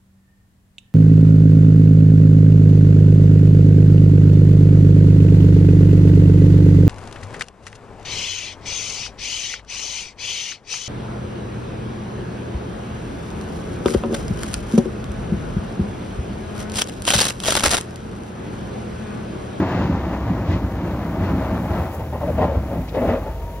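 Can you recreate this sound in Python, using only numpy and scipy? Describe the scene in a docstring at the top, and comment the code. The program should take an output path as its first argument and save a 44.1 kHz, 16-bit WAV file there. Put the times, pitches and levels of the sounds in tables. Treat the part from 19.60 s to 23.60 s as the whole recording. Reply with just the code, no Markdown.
"""A steel plow blade judders over pavement, with the truck's engine rumbling underneath.
As it crosses a snowy lot, ahead and slightly left, the blade drags on grit, bumps on ridges and
throws hissing snow. From about halfway its edge bites in short, close, rasping scrapes: stick-slip
friction that rings the steel. Near the end, as the engine slows, a thin whine rises."""
import sys
import numpy as np
from scipy.fft import rfft, irfft, next_fast_len
from scipy.io import wavfile
from scipy.ndimage import map_coordinates

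SR = 44100
rng = np.random.default_rng(int(sys.argv[2]) if len(sys.argv) > 2 else 0)


def materialize(psi):
    """Save the field psi as 16-bit PCM at rate SR to the path in sys.argv[1].

    A 1-D psi becomes a single channel; in a 2-D psi each row is a channel.
    """
    bounded = np.clip(np.atleast_2d(psi).T, -1, 1)
    quanta = np.round(bounded * 32767).astype(np.int16)
    wavfile.write(sys.argv[1], SR, quanta)


N = 176400


def amp(db):
    """Decibels to gain."""
    return 10 ** (np.asarray(db) / 20)


def unit(x):
    """Scale to rms 1."""
    return x / np.sqrt(np.mean(x ** 2) + 1e-20)


def clock():
    """Time of each sample in seconds."""
    return np.arange(N) / SR


def along(points, hz):
    """Interpolate (Hz, value) points on a log frequency axis."""
    freqs, values = np.transpose(points)
    return np.interp(np.log(hz + 1), np.log(freqs + 1), values)


def curves(rows):
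    """One automation curve for each column after the time."""
    times, *columns = np.transpose(rows)
    return [np.interp(clock(), times, column) for column in columns]


def swells(rows):
    """A gain envelope of bell-shaped swells."""
    return sum(amp(db) * np.exp(-.5 * ((clock() - centre) / width) ** 2) for centre, width, db in rows)


def wobble(rate):
    """A smooth random curve, rate knots a second."""
    return map_coordinates(rng.standard_normal(int(N * rate / SR) + 4), [clock() * rate])


def filtered(x, response):
    """Pass x through a complex frequency response."""
    size = next_fast_len(N + SR // 2)
    return irfft(rfft(x, size) * response(np.fft.rfftfreq(size, 1 / SR)), size)[..., :N]


def colour(points):
    """An EQ response from (Hz, dB) points."""
    return lambda hz: amp(along(points, hz))


def body(modes, eq):
    """The response of (Hz, width Hz, dB) resonances, shaped by an EQ."""
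    return lambda hz: eq(hz) * sum(
        amp(db) * 1j * hz * width / (centre ** 2 - hz ** 2 + 1j * hz * width)
        for centre, width, db in modes)


# Stereo width of the textures. Each row: frequency in Hz, left-right correlation (1 is mono).
STEREO_LIKENESS = [(100, .999), (250, 0.99), (500, 0.95), (1300, 0.94), (2000, 1), (2800, 0.82),
                   (3900, 0.31), (5600, 0.057), (8500, 1), (11500, 0.97), (14500, 0.47)]

def grains(rate, response, spread_db, smooth):
    """Stereo friction at rms 1: rate random slips a second over smooth rubbing, through a response."""
    hits = (rng.random((2, N)) < rate / SR) * rng.choice([-1, 1], (2, N))
    slips = hits * amp(spread_db * rng.standard_normal((2, N)))
    force = unit(slips) + smooth * rng.standard_normal((2, N))

    def mid_side(hz):
        angle = np.arccos(np.clip(along(STEREO_LIKENESS, hz), -1, 1)) / 2
        return response(hz) * np.array([np.cos(angle), np.sin(angle)])

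    mid, side = filtered(force, mid_side)
    return unit(np.array([mid + side, mid - side]))


# Ride of the snow spray. Each row: time in seconds, relative level in dB.
SPRAY_LEVEL = [(0, -61.5), (.6, -59), (1.3, -56.5), (1.9, -54.5), (2.2, -51.5), (2.5, -54), (2.72, -51.5),
               (2.9, -57), (3.2, -53), (3.33, -55), (3.4, -49.5), (3.55, -54.5), (4, -54.5)]
# Powder puffs and crusty lumps. Each row: centre in seconds, half width in seconds, level in dB.
PUFFS = [(2.343, 0.012, -47)]
CRUNCHES = [(.19, 0.11, -45), (.55, 0.019, -68), (.925, 0.036, -41.5), (1.65, .028, -48),
            (3.292, 0.0084, -41.5), (3.352, .014, -45), (3.5, 0.03, -51)]
# Airy powder and crisp crust. Each row: frequency in Hz, gain in dB.
POWDER_EQ = [(3000, -26), (6000, -6.5), (8500, -1.5), (11000, 1), (13000, -3), (15500, -1)]
CRUST_EQ = [(1000, -19), (2200, 8), (4500, -0.5), (7000, -9.5), (12000, -52)]

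def snow():
    """Powder hisses off the blade and crusty lumps crunch."""
    db, = curves(SPRAY_LEVEL)
    powder = grains(6000, colour(POWDER_EQ), spread_db=3, smooth=1)
    spray = amp(db + 4 + 0.68 * wobble(20)) + swells(PUFFS)
    crust = grains(1800, colour(CRUST_EQ), spread_db=4.5, smooth=0.96)
    return powder * spray + crust * swells(CRUNCHES)


# The whine's climb. Each row: time in seconds, pitch in Hz, relative level in dB.
WHINE_RISE = [(3.52, 800, -60), (3.62, 842, -47), (3.68, 873, -36), (3.73, 900, -50), (3.79, 921, -45),
              (3.86, 941, -43.5), (3.93, 941, -43.5), (4, 945, -40.5)]
# Partials under the whine. Each row: fraction of its pitch, level against it in dB.
UNDERTONES = [(0.71, -5), (0.47, -9.5), (0.5, -11)]

def whine():
    """A thin, fluttering whine from the truck stays faint, then swells and rises near the end."""
    hz, db = curves(WHINE_RISE)
    phase = 2 * np.pi * np.cumsum(hz * (1 + 0.006 * wobble(70))) / SR
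    below = sum(amp(level + 1.6 * wobble(25)) * np.sin(share * phase) for share, level in UNDERTONES)
    tone = amp(2.4 * wobble(35)) * np.sin(phase)
    return amp(db + 4) * (tone + below)


# Engine revs. Each row: time in seconds, firing rate in Hz, relative exhaust level in dB.
ENGINE_REVS = [(0, 69.7, -46), (.3, 68.24, -30), (.6, 64.5, -29), (.9, 58.3, -33.5), (1.08, 59.9, -32),
               (1.3, 63.9, -35), (1.6, 65.6, -30), (1.85, 62.55, -30.5), (2.0, 62, -31), (2.28, 74.8, -32),
               (2.6, 76.63, -28), (2.85, 72.3, -23.5), (3.02, 66.2, -31.5), (3.24, 56.16, -29.5),
               (3.42, 51.4, -34), (3.7, 49.17, -29), (4, 49.6, -31)]
# Exhaust tones. Each row: multiple of the firing rate, relative level in dB.
EXHAUST_ORDERS = [(1, 3), (1.25, -15), (1.5, -5.5), (1.75, -5.5), (2, -8), (2.5, -15.5), (3, -12.5)]
# Tone of the engine bay and fan. Each row: frequency in Hz, gain in dB.
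BAY_EQ = [(40, 5), (68, 13), (100, 9), (150, 2.5), (230, -3), (380, -5.5), (460, 0), (620, -2.5), (720, -8),
          (1000, -22), (1400, -24), (1900, -18.5), (2800, -20), (4000, -27), (7000, -31), (14000, -74)]
BAY_END_DB, BAY_DB_PER_S = -34, -0.5

def engine():
    """The rumbling bed: low exhaust orders, and engine bay noise that pulses with each firing."""
    hz, db = curves(ENGINE_REVS)
    phase = 2 * np.pi * np.cumsum(hz) / SR
    exhaust = np.zeros(N)
    for order, level in EXHAUST_ORDERS:
        gain = amp(db + level + 0.7 * wobble(11))
        exhaust += gain * np.sin(order * phase + rng.uniform(0, 2 * np.pi) + 0.039 * wobble(8.8))
    muffler = colour([(35, -15), (50, -1.5), (62, 1), (80, -2)])
    bay = grains(3000, colour(BAY_EQ), spread_db=3, smooth=1)
    clatter = unit(bay * (1 + 0.13 * np.cos(phase)))
    return filtered(exhaust, muffler) + clatter * amp(BAY_END_DB + BAY_DB_PER_S * (clock() - N / SR))


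# Ride of the continuous scrape. Each row: time in seconds, relative level in dB.
DRAG_LEVEL = [(0, -24), (.06, -24.5), (.2, -25.5), (.4, -30.5), (.49, -29.5), (.55, -27.5), (.6, -31),
              (.85, -30.5), (.92, -29.5), (1.0, -32), (1.13, -33.5), (1.25, -30.5), (1.57, -32),
              (1.63, -28.5), (1.72, -28.5), (1.84, -28), (1.93, -28.5), (2.03, -32.5), (2.12, -28),
              (2.22, -28), (2.36, -37), (2.51, -41), (2.7, -35), (2.9, -32.5), (3.03, -38), (3.14, -36),
              (3.29, -42.5), (3.5, -28), (3.62, -34.5), (3.76, -41), (4, -47)]
# Tone of the grit. Each row: frequency in Hz, gain in dB.
GRIT_EQ = [(200, -9.5), (360, 0.5), (450, -5.5), (620, -1), (720, -4), (920, -3), (1350, -10.5),
           (1950, -16), (2750, -22.5), (3850, -30), (5700, -37), (9000, -45), (15000, -64)]
# Ring of the dragging edge. Each row: frequency in Hz, width in Hz, gain in dB.
DRAG_MODES = [(562, 12, -3), (646.3, 18, 4.5), (751, 25, -1), (1012, 9.9, -12), (1223, 20, -6)]
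RING_START_DB, RING_DB_PER_S, RING_MAX_DB = -12.5, 2.5, -3  # against the grit

def drag():
    """The cutting edge drags over grit under the snow, its faint ring growing on the way."""
    db, = curves(DRAG_LEVEL)
    eq = colour([(250, -35), (500, 1.5), (1200, -4.5), (2500, -46)])
    grit = grains(1800, colour(GRIT_EQ), spread_db=2, smooth=0.73)
    ring = grains(700, body(DRAG_MODES, eq), spread_db=5.5, smooth=0.95)
    ring_db = np.minimum(RING_START_DB + RING_DB_PER_S * clock(), RING_MAX_DB)
    return (grit + amp(ring_db) * ring) * amp(db - 0.4 + 0.86 * wobble(29.92))


# Patches of hard grit. Each row: centre in seconds, half width in seconds, level in dB.
GRINDS = [(.13, 0.13, -39.5), (.53, .03, -44), (.925, 0.032, -41), (1.65, 0.03, -43.5), (2.81, 0.025, -50),
          (3.39, 0.026, -39.5), (3.5, .028, -38)]
# Bright ring of the steel. Each row: frequency in Hz, width in Hz, gain in dB.
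GRIND_MODES = [(1280, 70, -5), (1780, 220, 0), (1950, 140, 3), (2620, 100, -0.5)]

def grinding():
    """Hard grit under the edge excites the high modes of the steel."""
    eq = colour([(600, -22), (1200, 2), (2800, 1), (5000, -14), (10000, -33)])
    return grains(1200, body(GRIND_MODES, eq), spread_db=0.5, smooth=1) * swells(GRINDS)


# Hits on ridges. Each row: start in seconds, relative boom level in dB, relative clang level in dB.
BUMPS = [(.005, -26, -29), (0.161, -15.5, -23), (.29, -26.5, -17.5), (.70, -35, -16), (.882, -12, -19.5),
         (0.943, -23, -23.5), (1.035, -17, -23), (1.605, -15.5, -23.5), (1.725, -31, -16.5),
         (1.921, -24, -18), (2.102, -17.5, -28), (2.19, -16.5, -32), (2.41, -23, -35), (2.679, -21, -29),
         (2.8, -16, -19), (2.961, -14.5, -23), (3.175, -23, -20.5), (3.468, -15, -30), (3.682, -28, -42)]
# Frame boom and blade clang. Each row: frequency in Hz, gain in dB, seconds to fade by 60 dB.
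BOOM_MODES = [(64.5, -8, 0.25), (89.6, 2.5, 0.23), (105.2, -9.5, 0.23)]
CLANG_MODES = [(172.6, 2.5, 0.2), (256.5, -3.5, 0.33), (295.7, -5, 0.14)]
BUMP_ATTACK_S = 0.0058

def bumps():
    """Ridges jolt the plow: its frame booms and the blade gives a dull clang."""
    out, t = np.zeros(N + SR), np.arange(SR // 2) / SR

    def ring(modes):
        return sum(amp(db + rng.normal(0, 1) - 60 * t / t60)
                   * np.sin(2 * np.pi * (hz * (1 + 0.021 * rng.normal()) * t + rng.random()))
                   for hz, db, t60 in modes)

    attack = 1 - np.exp(-(t / BUMP_ATTACK_S) ** 2)
    for start, boom_db, clang_db in BUMPS:
        blow = amp(boom_db) * ring(BOOM_MODES) + amp(clang_db) * ring(CLANG_MODES)
        out[round(start * SR):][:len(t)] += blow * attack
    return filtered(out[:N], colour([(30, -23), (50, 6), (70, 0.5)]))


# Ride of the judder. Each row: time in seconds, relative level in dB.
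JUDDER_LEVEL = [(0, -17.5), (.08, -24), (.25, -21), (.62, -28), (.72, -22.5), (.86, -26), (.94, -25),
                (1.13, -29), (1.25, -24.5), (1.57, -26.5), (1.64, -20), (1.75, -22), (1.86, -25),
                (2.2, -26.5), (2.33, -34), (2.52, -40), (2.68, -27), (2.83, -27.5), (2.9, -35), (3.1, -30),
                (3.19, -27), (3.27, -39.5), (3.45, -25.5), (3.57, -31), (3.74, -46), (4, -46)]
# Low body of the blade. Each row: frequency in Hz, width in Hz, gain in dB.
BLADE_MODES = [(88.2, 48, 1), (114, 31, -4.5), (169, 25, 0.5), (192.5, 46, 1), (263, 47, -1.5),
               (293.5, 17, -3.5), (340, 24, -10)]

def judder():
    """Uneven slips shake the low modes of the blade."""
    db, = curves(JUDDER_LEVEL)
    eq = colour([(30, -3), (60, -8.5), (90, 2.5), (350, -2), (500, -37), (1200, -48)])
    shake = grains(260, body(BLADE_MODES, eq), spread_db=0, smooth=0.47)
    return shake * amp(db + 0.47 + 0.73 * wobble(22.15))


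CHATTER_FLUTTER_DB, CHATTER_JITTER = 2.2, 0.0304  # jitter is a fraction of the pitch

def chatter(gain, hz):
    """The edge sticks and slips in a rough tone; gain and hz hold one curve for each bite."""
    pitch = hz * (1 + CHATTER_JITTER * wobble(220))
    slips = np.sin(2 * np.pi * (np.cumsum(pitch, axis=1) / SR + rng.random((len(hz), 1))))
    return (gain * slips).sum(0) * amp(CHATTER_FLUTTER_DB * wobble(110))


# The close scrapes. Each row: start, attack and length in seconds, relative level in dB, upper ring
# trim in dB, groan trim in dB, chatter pitch in Hz, its glide in Hz per second, chatter trim in dB.
BITES = [(1.76, .05, .22, -34, -1, -1, 630, 0, -5), (2.12, .03, .11, -33, 2, -3, 600, -300, -7),
         (2.392, .003, .026, -31.5, 3.5, -5, 560, 0, -9), (2.525, .0017, .035, -29, 0.5, 2, 596, -2, -6),
         (2.607, 0.0072, 0.046, -27.5, -0.5, -8, 626, -1100, 1.5),
         (2.671, 0.0063, 0.034, -24, -15, -3.5, 641.8, -1700, -0.5),
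         (2.774, .008, 0.031, -18.5, -2.5, -7, 612, 600, -3.5),
         (2.808, 0.011, .04, -19, 2.5, 0.5, 647.3, -1200, -1),
         (2.874, 0.0056, 0.054, -28.5, -6, -6, 547, -300, 0), (2.94, .008, 0.015, -24, -9, -17, 525, 0, -4),
         (3.065, .06, .11, -28.5, -3.5, -1.5, 551.7, 300, -2.5),
         (3.338, .006, 0.029, -25, -1.5, -2.5, 469, 1800, 1.5),
         (3.365, 0.0088, 0.02, -23.5, -11, 9, 531.7, 698, 4.5),
         (3.408, .02, 0.05, -20.5, -6.5, -2.5, 633.6, 900, -1),
         (3.473, 0.0056, 0.043, -18.5, -9, -2, 673, -600, -4),
         (3.524, 0.015, .04, -22.5, -15, -1, 598, -1400, 1),
         (3.644, .02, 0.043, -31, -2.5, 1, 516, -500, -8)]
# Lower and upper ring of the edge, and groan of the whole blade bending.
# Each row: frequency in Hz, width in Hz, gain in dB.
EDGE_LOW_MODES = [(475, 26, 1), (514, 28, 0.5), (567, 25, 1.5), (634, 51, -1.5)]
EDGE_HIGH_MODES = [(767, 35, -0.5), (850, 36, -2.5), (890, 22, 0.5), (1025, 11, 0), (1240, 16, -14),
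                   (1880, 56, -11), (2680, 67, -15)]
GROAN_MODES = [(241, 25, 2), (390, 24, -4.5)]
# Tone of the rasp. Each row: frequency in Hz, gain in dB.
RASP_EQ = [(110, -20), (180, -7), (240, 1.5), (330, -12), (430, -12), (620, 8), (900, -21), (1150, -20),
           (1600, -18), (1950, -23.5), (2700, -23.5), (4000, -37), (7000, -52), (15000, -72)]
BITE_RELEASE_S = 0.018

def bites():
    """The edge catches bare pavement: bursts of slips rasp, chatter, ring the steel and bend it."""
    start, attack, length, db, upper_db, groan_db, hz, glide, chatter_db = np.transpose(BITES)[..., None]
    age = clock() - start
    release = np.exp(-np.maximum(age - length, 0) / BITE_RELEASE_S)
    pressure = amp(db) * np.clip(age / attack, 0, 1) * release
    eq = colour([(80, -29), (220, 4), (700, -5), (2000, -15.5), (6000, -24)])
    lower, upper, groan = (grains(900, body(modes, eq), spread_db=2, smooth=0.49)
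                           for modes in (EDGE_LOW_MODES, EDGE_HIGH_MODES, GROAN_MODES))
    rasp = grains(900, colour(RASP_EQ), spread_db=3.5, smooth=0.57)
    chatter_hz = hz + glide * np.clip(age, 0, length + BITE_RELEASE_S)
    return (pressure.sum(0) * (amp(-4) * lower + amp(-6) * rasp)
            + (pressure * amp(upper_db - 5.5)).sum(0) * upper
            + (pressure * amp(groan_db - 6.5)).sum(0) * groan
            + chatter(pressure * amp(chatter_db), chatter_hz))


# Panning by level. Each row: frequency in Hz, left over right in dB.
LEFT_BIAS = [(120, 0.1), (250, 0.05), (520, 2.5), (900, 2.5), (1350, 2.5), (1900, -0.5), (2700, -1),
             (3800, 7.5), (5600, 4), (8500, 1), (11500, 0)]
# Panning by phase. Each row: frequency in Hz, lead of the left channel in radians.
LEFT_LEAD = [(60, 0.037), (200, 0.058), (500, 0.063), (1450, .1), (1950, 0.72), (2700, 1.93), (3800, 2.57),
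             (5600, 0.43), (7500, 2.27), (9300, 3.27), (11500, 1.64), (15500, 0.55)]

def scene():
    """The whole truck, placed ahead and slightly to the left."""
    truck = engine() + judder() + drag() + bites() + grinding() + bumps() + whine() + snow()
    sides = np.array([[.5], [-.5]])
    pan = lambda hz: amp(sides * along(LEFT_BIAS, hz)) * np.exp(1j * sides * along(LEFT_LEAD, hz))
    return filtered(truck, pan)


TOP_HZ = 15800

def record(dry):
    """Master EQ: thin the deep bass and cut everything above the band limit."""
    low_cut = colour([(10, -38), (25, -21), (33, -4.5), (45, -0.5)])
    return filtered(dry, lambda hz: low_cut(hz) * (hz < TOP_HZ))


dry = scene()
out = record(dry)
materialize(out)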